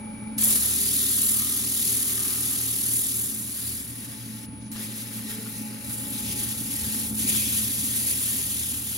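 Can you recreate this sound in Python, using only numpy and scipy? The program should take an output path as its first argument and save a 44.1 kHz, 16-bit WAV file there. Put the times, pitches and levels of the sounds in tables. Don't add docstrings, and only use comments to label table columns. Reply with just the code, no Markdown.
import sys
import numpy as np
from scipy import signal
from scipy.fft import rfft, irfft, next_fast_len
from scipy.io import wavfile
from scipy.ndimage import uniform_filter1d

SR = 44100
rng = np.random.default_rng(int(sys.argv[2]) if len(sys.argv) > 2 else 0)


def transcribe(u):
    v = np.clip(np.atleast_2d(u).T, -1, 1)
    q = np.round(v * 32767).astype(np.int16)
    wavfile.write(sys.argv[1], SR, q)


N = 395577
TIME = np.arange(N) / SR
FFT_SIZE = next_fast_len(N, True)
FFT_HZ = np.fft.rfftfreq(FFT_SIZE, 1 / SR)
BASS_LEAD = -.4

def gain_of(db):
    return 10 ** (np.asarray(db) / 20)

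def unit_rms(x):
    return x / np.sqrt(np.mean(x ** 2) + 1e-20)

def over_frequency(rows):
    hz, value = np.transpose(rows)
    return np.interp(np.log(FFT_HZ + 1), np.log(hz + 1), value)

def over_time(rows):
    times, *columns = np.transpose(rows)
    return [np.interp(TIME, times, column) for column in columns]

def swells(rows):
    return sum(height * .5 ** ((2 * (TIME - s) / length) ** 2) for s, length, height in rows)

def level_swells(rows):
    return swells([(s, length, gain_of(db)) for s, length, db in rows])

def bursts(rows):
    return sum(gain_of(db) * (TIME >= s) * np.exp(-abs(TIME - s) / decay_s) for s, db, decay_s in rows)

def wander(low_hz, high_hz, step=64):
    t = TIME[::step]
    hz = np.fft.rfftfreq(len(t), step / SR) + 1e-6
    band = 1 / np.sqrt((1 + (low_hz / hz) ** 4) * (1 + (hz / high_hz) ** 4))
    drift = irfft(rfft(rng.standard_normal(len(t))) * band, len(t))
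    return np.interp(TIME, t, unit_rms(drift))

# (frequency [Hz], left lead [rad])
INTERPORT_PHASE = [(0, 0), (500, -.4), (800, 2.5), (1200, .6), (2000, .8), (3200, 1.8), (6200, -.1),
                   (7900, -2.8), (9300, -4), (10400, -6.2), (11400, -6.4), (12800, -9.3), (14200, -9.5),
                   (15000, -12.5)]
# (frequency [Hz], coherence [0-1])
INTERPORT_COHERENCE = [(50, 0.97), (280, 0.97), (400, .9), (550, 0.68), (1000, 0.68), (2000, 0.4),
                       (5000, 0.66), (7000, 0.62), (8300, .95), (9600, 0.65), (10800, 0.99), (12000, 0.72),
                       (13300, 1), (16000, 0.97)]
# (frequency [Hz], left minus right [dB])
INTERPORT_LEVEL = [(100, 3), (300, -0.5), (600, -5), (1200, 2), (2000, 3.5), (3500, 8), (5000, 8.5),
                   (5600, 1), (6800, 5), (8200, -0.5), (16000, 0.5)]
def noise(spectrum, envelope=1):
    left, unrelated = rfft(rng.standard_normal((2, N)) * envelope, FFT_SIZE)
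    coherence = np.clip(over_frequency(INTERPORT_COHERENCE), 0, 1)
    right = coherence * left + np.sqrt(1 - coherence ** 2) * unrelated
    right *= np.exp(-1j * over_frequency(INTERPORT_PHASE))
    balance = gain_of(over_frequency(INTERPORT_LEVEL) / 2)
    ports = np.array([left * balance, right / balance]) * gain_of(over_frequency(spectrum))
    return unit_rms(irfft(ports, FFT_SIZE)[:, :N])

def ringing(modes):
    bins = np.fft.rfftfreq(N, 1 / SR)
    response = sum(gain_of(db) / np.sqrt(width) / (1 + ((bins - hz) / (.57 * width)) ** 2)
                   for hz, width, db in modes)
    return noise(np.transpose([bins, 20 * np.log10(response)]))

def scratches(spectrum, per_s, spread_db, share):
    sizes = gain_of(spread_db * np.minimum(rng.exponential(1, N), 4))
    grains = sizes * (rng.random(N) < per_s / SR)
    clumps = uniform_filter1d(unit_rms(grains) ** 2, size=12)
    return noise(spectrum, np.sqrt(1 - share + share * clumps))

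def tones(rows, waver_db, waver_hz, lead):
    out = np.zeros((2, N))
    for hz, db, wander_hz in rows:
        angle = 2 * np.pi * (np.cumsum(hz + wander_hz * wander(.293, waver_hz)) / SR + rng.random())
        amplitude = np.sqrt(2) * gain_of(db + waver_db * wander(.25, waver_hz))
        out += amplitude * np.sin([angle, angle - lead])
    return out

def orders(turns, rows):
    angles = [(db, 2 * np.pi * (order * turns + rng.random())) for order, db in rows]
    return np.sqrt(2) * sum(gain_of(db) * np.sin([angle, angle - BASS_LEAD]) for db, angle in angles)

# (frequency [Hz], relative density [dB])
AIR_SPECTRUM = [(100, -10), (500, 1), (1300, 0), (2000, -2), (2700, -2.5), (3500, -5.5), (7000, -12),
                (11000, -17), (12500, -32), (16000, -42)]
def cooling_air():
    return gain_of(-54.5) * noise(AIR_SPECTRUM)

# (time [s], level [dB])
SPINDLE_LEVEL = [(0.5, -57.5), (0.85, -68), (4.55, -66), (6.5, -71)]
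def spindle_ring(hz=2315, wander_hz=22):
    level_db, = over_time(SPINDLE_LEVEL)
    return tones([(hz, level_db, wander_hz)], waver_db=1, waver_hz=70, lead=1)

# (frequency [Hz], idle level [dB], loaded level [dB])
SWITCHING_TONES = [(9281, -61, -69), (9380, -70, -80), (9770, -68, -69), (9857, -59, -73), (9954, -52, -57),
                   (10142, -60, -56.5), (10240, -68, -74), (10520, -69, -78), (10719, -58, -51),
                   (10815, -66, -73), (10912, -68, -76)]
def drive_whistle(load_from_s=.38, load_to_s=.8):
    load = np.interp(TIME, [load_from_s, load_to_s], [0, 1])
    cluster = [(hz, idle + (loaded - idle) * load, 3) for hz, idle, loaded in SWITCHING_TONES]
    return tones(cluster, waver_db=1.5, waver_hz=25, lead=.4) + gain_of(-60) * ringing([(10250, 800, 0)])

# (order [per lap], level at full grip [dB])
BELT_HARMONICS = [(12, -62), (13, -60), (15, -54), (17, -53), (20, -53), (21, -52), (22, -55), (23, -58),
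                  (24, -45.5), (25, -58), (26, -56), (27, -63), (50, -67)]
def belt(grip, lap_hz=11.42):
    laps = np.cumsum(lap_hz + .012 * wander(.19, 3.3)) / SR
    return grip ** 2 * orders(laps, BELT_HARMONICS)

# (time [s], main level [dB], upper level [dB])
HUM_LEVELS = [(0.2, -55, -50), (1.0, -47.5, -57.5), (2.6, -50, -44.5), (3.6, -49, -50), (4.4, -45, -52),
              (6.0, -46, -52), (7.6, -43, -51), (8.96, -48, -58)]
# (time [s], beat rate [Hz])
BEAT_RATE = [(0, 4.6), (1.56, 3.92), (3.95, 3.92), (4.0, 7.33), (6.1, 7.33), (6.3, 8.8), (6.9, 7.7)]
def motor_hum(hz=114.3):
    main_db, upper_db = over_time(HUM_LEVELS)
    angle = 2 * np.pi * (np.cumsum(hz + .25 * wander(.34, 5)) / SR + rng.random())
    beat = 2 * np.pi * np.cumsum(over_time(BEAT_RATE)[0]) / SR
    ports = np.array([angle, angle - BASS_LEAD])
    hums = gain_of(main_db) * np.sin(ports) + gain_of(upper_db) * np.sin(ports + beat)
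    return np.sqrt(2) * gain_of(.63 * wander(.33, 5)) * hums

# (frequency [Hz], wander [Hz])
WHINE_TONES = [(839.3, 1.6), (865, 2.0), (886.5, 1.6)]
# (time [s], lower level [dB], middle level [dB], upper level [dB])
WHINE_LEVELS = [(0.25, -49.5, -57, -55), (1.1, -66.5, -67.5, -72), (2.4, -59, -62, -63),
                (3.5, -64, -74, -77), (4.05, -76, -60, -71), (4.55, -65, -55.5, -68), (5.1, -58, -61, -67),
                (6.1, -51.5, -66, -62), (7.1, -55.5, -63, -57), (7.6, -62.5, -66, -68),
                (8.96, -61, -62, -65)]
# (frequency [Hz], bandwidth [Hz], relative level [dB])
HOUSING_RESONANCES = [(418, 230, 3), (570, 24, -0.5), (772, 30, -7.5), (1030, 200, -9), (1320, 170, -4),
                      (1545, 130, -7.5), (1980, 500, -7.5), (2290, 130, 1.5)]
def motor_whine():
    levels = over_time(WHINE_LEVELS)
    rows = [(hz, db, wander_hz) for (hz, wander_hz), db in zip(WHINE_TONES, levels)]
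    whine = tones(rows, waver_db=2.2, waver_hz=9, lead=2.05)
    return whine + gain_of(levels[0] - 1.5) * ringing(HOUSING_RESONANCES)

# (time [s], base rumble level [dB], base drone level [dB])
MACHINE_LEVELS = [(0, -44, -39), (0.42, -42.5, -33), (0.8, -38.5, -44), (1.4, -41.5, -42), (2.75, -43, -55),
                  (3.7, -45, -51), (4.8, -43, -45), (6.3, -41, -43.5), (7.2, -39.5, -36),
                  (8.96, -42.5, -51.5)]
# (frequency [Hz], relative level [dB], wander [Hz])
DRONE_TONE = [(216.8, -1, .8)]
# (time [s], duration [s], gain [dB])
DRONE_SURGES = [(0.66, 0.11, -5), (3.37, 0.14, 11.5), (4.33, 0.11, 7.5), (4.8, 0.22, 8), (5.22, 0.2, 7),
                (5.65, 0.25, 5)]
# (frequency [Hz], relative density [dB])
FRAME_SPECTRUM = [(20, -37), (45, -9), (70, -23), (95, -15), (115, -3), (140, -9.5), (180, -1.5), (215, 1),
                  (285, 3), (320, -13.5), (400, -25), (490, -15.5), (580, -28), (700, -70), (1500, -39.5)]
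def lathe(grip, flap_hz=22.1, flap_depth_db=3.7):
    rumble_db, drone_db = over_time(MACHINE_LEVELS)
    flap = 2 * np.pi * flap_hz * (TIME - .008) + .3 * wander(.5, 4)
    flap_db = flap_depth_db * (1 - grip) * (np.cos(flap) + .45 * np.cos(2 * flap))
    drone = tones(DRONE_TONE, waver_db=1, waver_hz=9, lead=BASS_LEAD)
    drone *= gain_of(drone_db + swells(DRONE_SURGES) + .25 * flap_db)
    ring = spindle_ring()
    damping_db = 10 * grip ** 2
    frame = gain_of(rumble_db + flap_db - damping_db) * noise(FRAME_SPECTRUM)
    motor = motor_hum() + motor_whine()
    return drone + ring + frame + motor + belt(grip) + drive_whistle() + cooling_air()

# (time [s], level [dB], decay time [s])
KNOCK_EVENTS = [(0.383, -42, .012), (0.472, -31.5, .01), (0.505, -43, .01), (0.528, -42, .012),
                (0.558, -38, .01), (0.655, -42, .025), (4.085, -46, .04), (4.757, -44, .035),
                (5.384, -45, .025), (6.285, -43, .029), (7.05, -41, .015), (7.11, -42, .025)]
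# (frequency [Hz], relative density [dB])
KNOCK_SPECTRUM = [(60, 3), (160, 17), (300, 4), (480, 5), (750, 2), (1200, -4), (2000, -22), (3000, -41)]
def knocks():
    return bursts(KNOCK_EVENTS) * noise(KNOCK_SPECTRUM)

# (time [s], duration [s], level [dB])
RIM_CATCHES = [(4.765, .025, -46.5), (5.12, .03, -51), (5.315, .03, -46.5), (5.37, .025, -49),
               (5.466, .016, -44.5), (5.755, .04, -52), (5.907, .022, -45), (6.43, .03, -47),
               (7.35, .03, -44), (8.41, .025, -48), (8.92, .03, -49)]
# (frequency [Hz], relative density [dB])
CATCH_SPECTRUM = [(300, -20), (600, -10), (1000, -4), (1400, 1.5), (2200, -7), (4000, -4), (8000, -20)]
def rim_catches():
    return level_swells(RIM_CATCHES) * scratches(CATCH_SPECTRUM, per_s=700, spread_db=4, share=.3)

# (time [s], duration [s], frequency [Hz], level [dB])
JUDDERS = [(0.88, .14, 410, -51), (1.13, .25, 400, -52), (1.932, 0.09, 408, -48), (2.3, .25, 414, -55),
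           (5.4, 0.2, 430, -52), (7.25, .3, 365, -53)]
def paper_moans():
    return sum(level_swells([(s, length, db)])
               * tones([(hz, 0, 11)], waver_db=3, waver_hz=28, lead=BASS_LEAD)
               for s, length, hz, db in JUDDERS)

# (order [per turn], base level [dB])
SPIN_TONES = [(1, -64), (2.5, -56), (3.5, -62), (4, -64), (5, -55), (5.5, -54), (6, -57), (6.5, -52),
              (7, -57), (7.5, -59), (8, -62), (9, -56), (9.5, -60), (10, -61), (10.5, -60), (13.5, -70)]
# (frequency [Hz], relative density [dB])
THUD_SPECTRUM = [(20, -26), (45, -22), (66, -8), (79, -2), (92, -7.5), (130, -10.5), (400, -22),
                 (1000, -75)]
# (time [s], duration [s], gain [dB])
SHEET_BOUNCES = [(0.7, .18, 4), (3.7, 0.52, 11.5), (5.1, 1.0, -9), (5.9, 0.088, 12), (6.32, 0.37, 6.5),
                 (6.88, 0.13, 9), (7.3, .2, 0), (8.8, 0.79, 5)]
def workpiece(turns, grip, contact, pressure_db, free_spin_db=-57.5):
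    low_tones = 1.25 * grip ** 2 * orders(turns, SPIN_TONES)
    slack = (1 - grip) ** 2
    oval = np.sqrt(2) * np.sin(2 * np.pi * 2 * turns + slack * 1.5 * wander(.7, 6))
    thuds = slack * gain_of(7) * noise(THUD_SPECTRUM)
    pressed = gain_of(-44 + .98 * pressure_db + swells(SHEET_BOUNCES))
    strength = contact * pressed + (1 - contact) * gain_of(free_spin_db)
    shaking = strength * (gain_of(-2.5) * oval + thuds)
    return shaking + paper_moans() + low_tones * gain_of(.52 * wander(.8, 16))

# (frequency [Hz], bandwidth [Hz], relative level [dB])
BELLY_RESONANCES = [(1230, 160, 0)]
RIM_RESONANCES = [(464, 70, -23), (556, 40, -4), (1904, 53, -1.5), (2330, 230, -7), (2720, 150, -2),
                  (4000, 550, 4), (5140, 700, 4.5)]
def vase_ring(grip):
    belly = gain_of(-10.5) * grip * ringing(BELLY_RESONANCES)
    return belly + gain_of(2.5) * (1 - grip) * ringing(RIM_RESONANCES)

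# (time [s], share [0-1])
SHEET_WRAP = [(3.0, 0.16), (6.1, 0.63), (7.15, 0.44), (7.38, 0.8), (7.65, 0.49), (8.97, 0.7)]
# (frequency [Hz], bandwidth [Hz], relative level [dB])
CURL_RESONANCES = [(2600, 710, -10.5), (3360, 630, -6)]
def curl_ring():
    return gain_of(-2.5) * over_time(SHEET_WRAP)[0] * ringing(CURL_RESONANCES)

# (time [s], duration [s], frequency [Hz], bandwidth [Hz], gain [dB])
SHEET_BENDS = [(1.0, 0.4, 4100, 1600, 2.5), (1.48, 0.26, 1230, 200, 8), (2.27, .25, 1190, 250, 3.5),
               (3.653, 0.22, 4430, 1100, 6), (5.68, 0.22, 2480, 450, 5.5), (5.7, 0.33, 3350, 600, -7),
               (6.07, 0.17, 3450, 800, 2), (7.424, 0.2, 3370, 500, 2.5), (7.42, 0.27, 2440, 350, 5.5)]
def flexed(rasp):
    spectrum = rfft(rasp, FFT_SIZE)
    for s, length, hz, width, db in SHEET_BENDS:
        band = irfft(spectrum * .5 ** ((2 * (FFT_HZ - hz) / width) ** 2), FFT_SIZE)[:, :N]
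        rasp = rasp + (gain_of(swells([(s, length, db)])) - 1) * band
    return rasp

def hand_reflection(direct, strength=.21, delay_s=.000589):
    delayed_time = TIME - delay_s * np.exp(.286 * wander(.72, 4.4))
    echo = np.array([np.interp(delayed_time, TIME, port) for port in direct])
    return (direct + strength * echo) / np.hypot(1, strength)

# (frequency [Hz], relative density [dB])
GRIT_SPECTRUM = [(1000, -31.5), (4000, -32), (6000, -30.5), (7200, -1.5), (8200, -4.5), (9300, 4),
                 (10500, -0.5), (12200, 2), (13000, -3), (14000, -6), (16000, -9.5)]
SHEET_SPECTRUM = [(500, -51), (1500, -31), (2400, -10), (3000, -2.5), (3500, 1), (5000, 1), (6500, 5),
                  (8000, -10), (12000, -30), (16000, -33)]
WALL_SPECTRUM = [(150, -22), (400, 14), (550, -18), (720, 1.5), (1000, 2.5), (1230, 0.5), (1500, 3),
                 (1900, 8), (2500, 4), (3500, 2.5), (8000, -46)]
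# (time [s], duration [s], grit gain [dB], sheet gain [dB], wall gain [dB])
HISS_SWELLS = [(0.402, 0.015, -6, -4, -1), (0.418, .012, 3.5, 3, 0), (0.43, .006, -5, -3, 0),
               (0.442, 0.015, 6, 3, -1), (0.563, .018, 3, 2, 2), (0.586, .025, -1.5, -2, -1),
               (0.52, 0.065, 1, 3, 2), (1.28, 0.16, 1.5, -2, 0.5), (1.455, 0.14, -2.5, -1.5, 1.5),
               (1.642, 0.11, -2, -0.5, 3), (1.877, 0.23, 3, 4.5, 1.5), (2.964, 0.17, 3.5, -0.5, 2),
               (3.105, .1, -0.5, 0.5, -1.5), (3.224, 0.14, 3, -2.5, 3), (3.41, 0.084, 2, -1, 2),
               (3.66, 0.33, 6, 2, 6.5), (3.896, .1, -1.5, -4.5, -1), (4.08, 0.13, 0, -0.5, 4),
               (4.28, 0.28, -1.5, -0.5, 3.5), (4.73, .04, 1.5, -3.5, -4), (4.773, 0.042, -2, 1, 2.5),
               (4.834, 0.058, 4.5, 4, 2.5), (5, 0.061, 5.5, 5.5, 0), (5.17, 0.081, 4.5, 3.5, 0),
               (5.308, 0.064, 5.5, 7, 4.5), (5.42, 0.22, 3, 0, 1), (5.582, 0.16, 4, 5, -1),
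               (5.92, 0.11, 7, 3, 0), (6.004, 0.09, 3, -2, -1.5), (6.096, 0.055, 1.5, -8, -1),
               (6.163, 0.063, 3, 4, 1), (6.306, 0.087, 1, 5.5, 1), (6.42, 0.052, 4, 4.5, 2),
               (6.63, 0.14, -2, -3, -5), (7.133, 0.1, -5, -10, -11), (7.2, .035, 5, 7.5, 3),
               (7.293, 0.027, 4.5, 5, 4), (7.36, 0.12, 5, 6.5, 0.5), (7.483, 0.092, 0, 2.5, 0),
               (7.573, 0.086, 3.5, 4, 2.5), (7.97, .04, 3, 1.5, 4), (8.098, 0.038, 4.5, 2.5, 3),
               (8.2, 0.032, -1, -1, -2), (8.285, 0.092, 2, 1, 1.5), (8.81, 0.11, -3.5, -6, 1)]
def sandpaper(turns, grip, contact, pressure_db, wall_db):
    throb = 1.95 * np.cos(2 * np.pi * turns) + .92 * np.sin(2 * np.pi * 2 * turns)
    flutter = 1.25 * wander(8.3, 28)
    force_db = grip * throb + (1 - .75 * grip) * flutter + .29 * wander(.7, 4.1)
    grit_swell_db, sheet_swell_db, wall_swell_db = (
        swells([(s, length, gains[part]) for s, length, *gains in HISS_SWELLS]) for part in range(3))
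    landing_s = CONTACT_SPANS[0][0]
    bite_db = swells([(landing_s + .085, .15, 4)])
    curl, vase = curl_ring(), vase_ring(grip)
    grit = scratches(GRIT_SPECTRUM, per_s=2200, spread_db=-1, share=.21)
    sheet = scratches(SHEET_SPECTRUM, per_s=1800, spread_db=1.2, share=.14) + curl
    wall = scratches(WALL_SPECTRUM, per_s=690, spread_db=3.5, share=.28) + vase
    grit *= gain_of(-21.5 + pressure_db + grit_swell_db + bite_db + force_db)
    sheet *= gain_of(-33.5 + .86 * (pressure_db + sheet_swell_db) + .73 * force_db)
    wall *= gain_of(2 + wall_db + wall_swell_db + .33 * force_db)
    return hand_reflection(flexed(contact * (grit + sheet + wall)))

# (time [s], level [dB])
GRAIN_SNAGS = [(0.423, -18), (0.439, -18), (0.828, -24), (4.717, -33)]
def grain_ticks(decay_s=.0015):
    envelope = bursts([(s, db, decay_s) for s, db in GRAIN_SNAGS])
    return envelope * (noise(GRIT_SPECTRUM) + gain_of(-9) * noise(SHEET_SPECTRUM))

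# (time [s], duration [s], level [dB])
SHEET_FOLDS = [(4.623, .03, -55), (4.672, 0.041, -56)]
def fold_rustle():
    return level_swells(SHEET_FOLDS) * scratches(SHEET_SPECTRUM, per_s=500, spread_db=3, share=.5)

# (start [s], end [s])
CONTACT_SPANS = [(0.384, 4.447), (4.719, 9.0)]
# (time [s], firmness [0-1])
HAND_GRIP = [(0.38, 0.48), (0.8, 0.82), (2.8, 0.81), (3.3, 0.71), (3.9, 0.27), (4.5, 0.25), (5.8, 0.17),
             (6.4, 0.11), (8.97, 0.46)]
# (time [s], relative pressure [dB], base wall level [dB])
HAND_PRESSURE = [(0.38, -2.5, -45.5), (0.8, -1.5, -47.5), (1.45, -1, -48.5), (1.7, -4.5, -53),
                 (2.25, -4, -46), (3.17, -5.5, -54), (3.45, -14, -59.5), (3.8, -15.5, -59), (4.0, -17, -58),
                 (4.45, -21, -59), (4.8, -16.5, -51), (5.78, -21, -55), (6.25, -10, -51), (7.0, -7, -49),
                 (7.3, -6, -49), (7.8, -5, -50.5), (8.25, -5, -49), (8.96, -8, -56)]
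def scene(spindle_hz=39.45, land_s=.0069, lift_s=.025):
    turns = np.cumsum(spindle_hz + .055 * wander(.33, 4.7)) / SR
    contact = sum(np.interp(TIME, [start - land_s, start, end, end + lift_s], [0, 1, 1, 0])
                  for start, end in CONTACT_SPANS)
    grip = over_time(HAND_GRIP)[0] * contact
    pressure_db, wall_db = over_time(HAND_PRESSURE)
    wood = workpiece(turns, grip, contact, pressure_db)
    machine = lathe(grip)
    sanding = sandpaper(turns, grip, contact, pressure_db, wall_db)
    return machine + wood + sanding + grain_ticks() + knocks() + rim_catches() + fold_rustle()

def record(dry, cutoff_hz=15850):
    lowpass = signal.firwin(511, cutoff_hz, window=("kaiser", 9), fs=SR)
    return signal.oaconvolve(dry, lowpass[None], "same")

dry = scene()
out = record(dry)
transcribe(out)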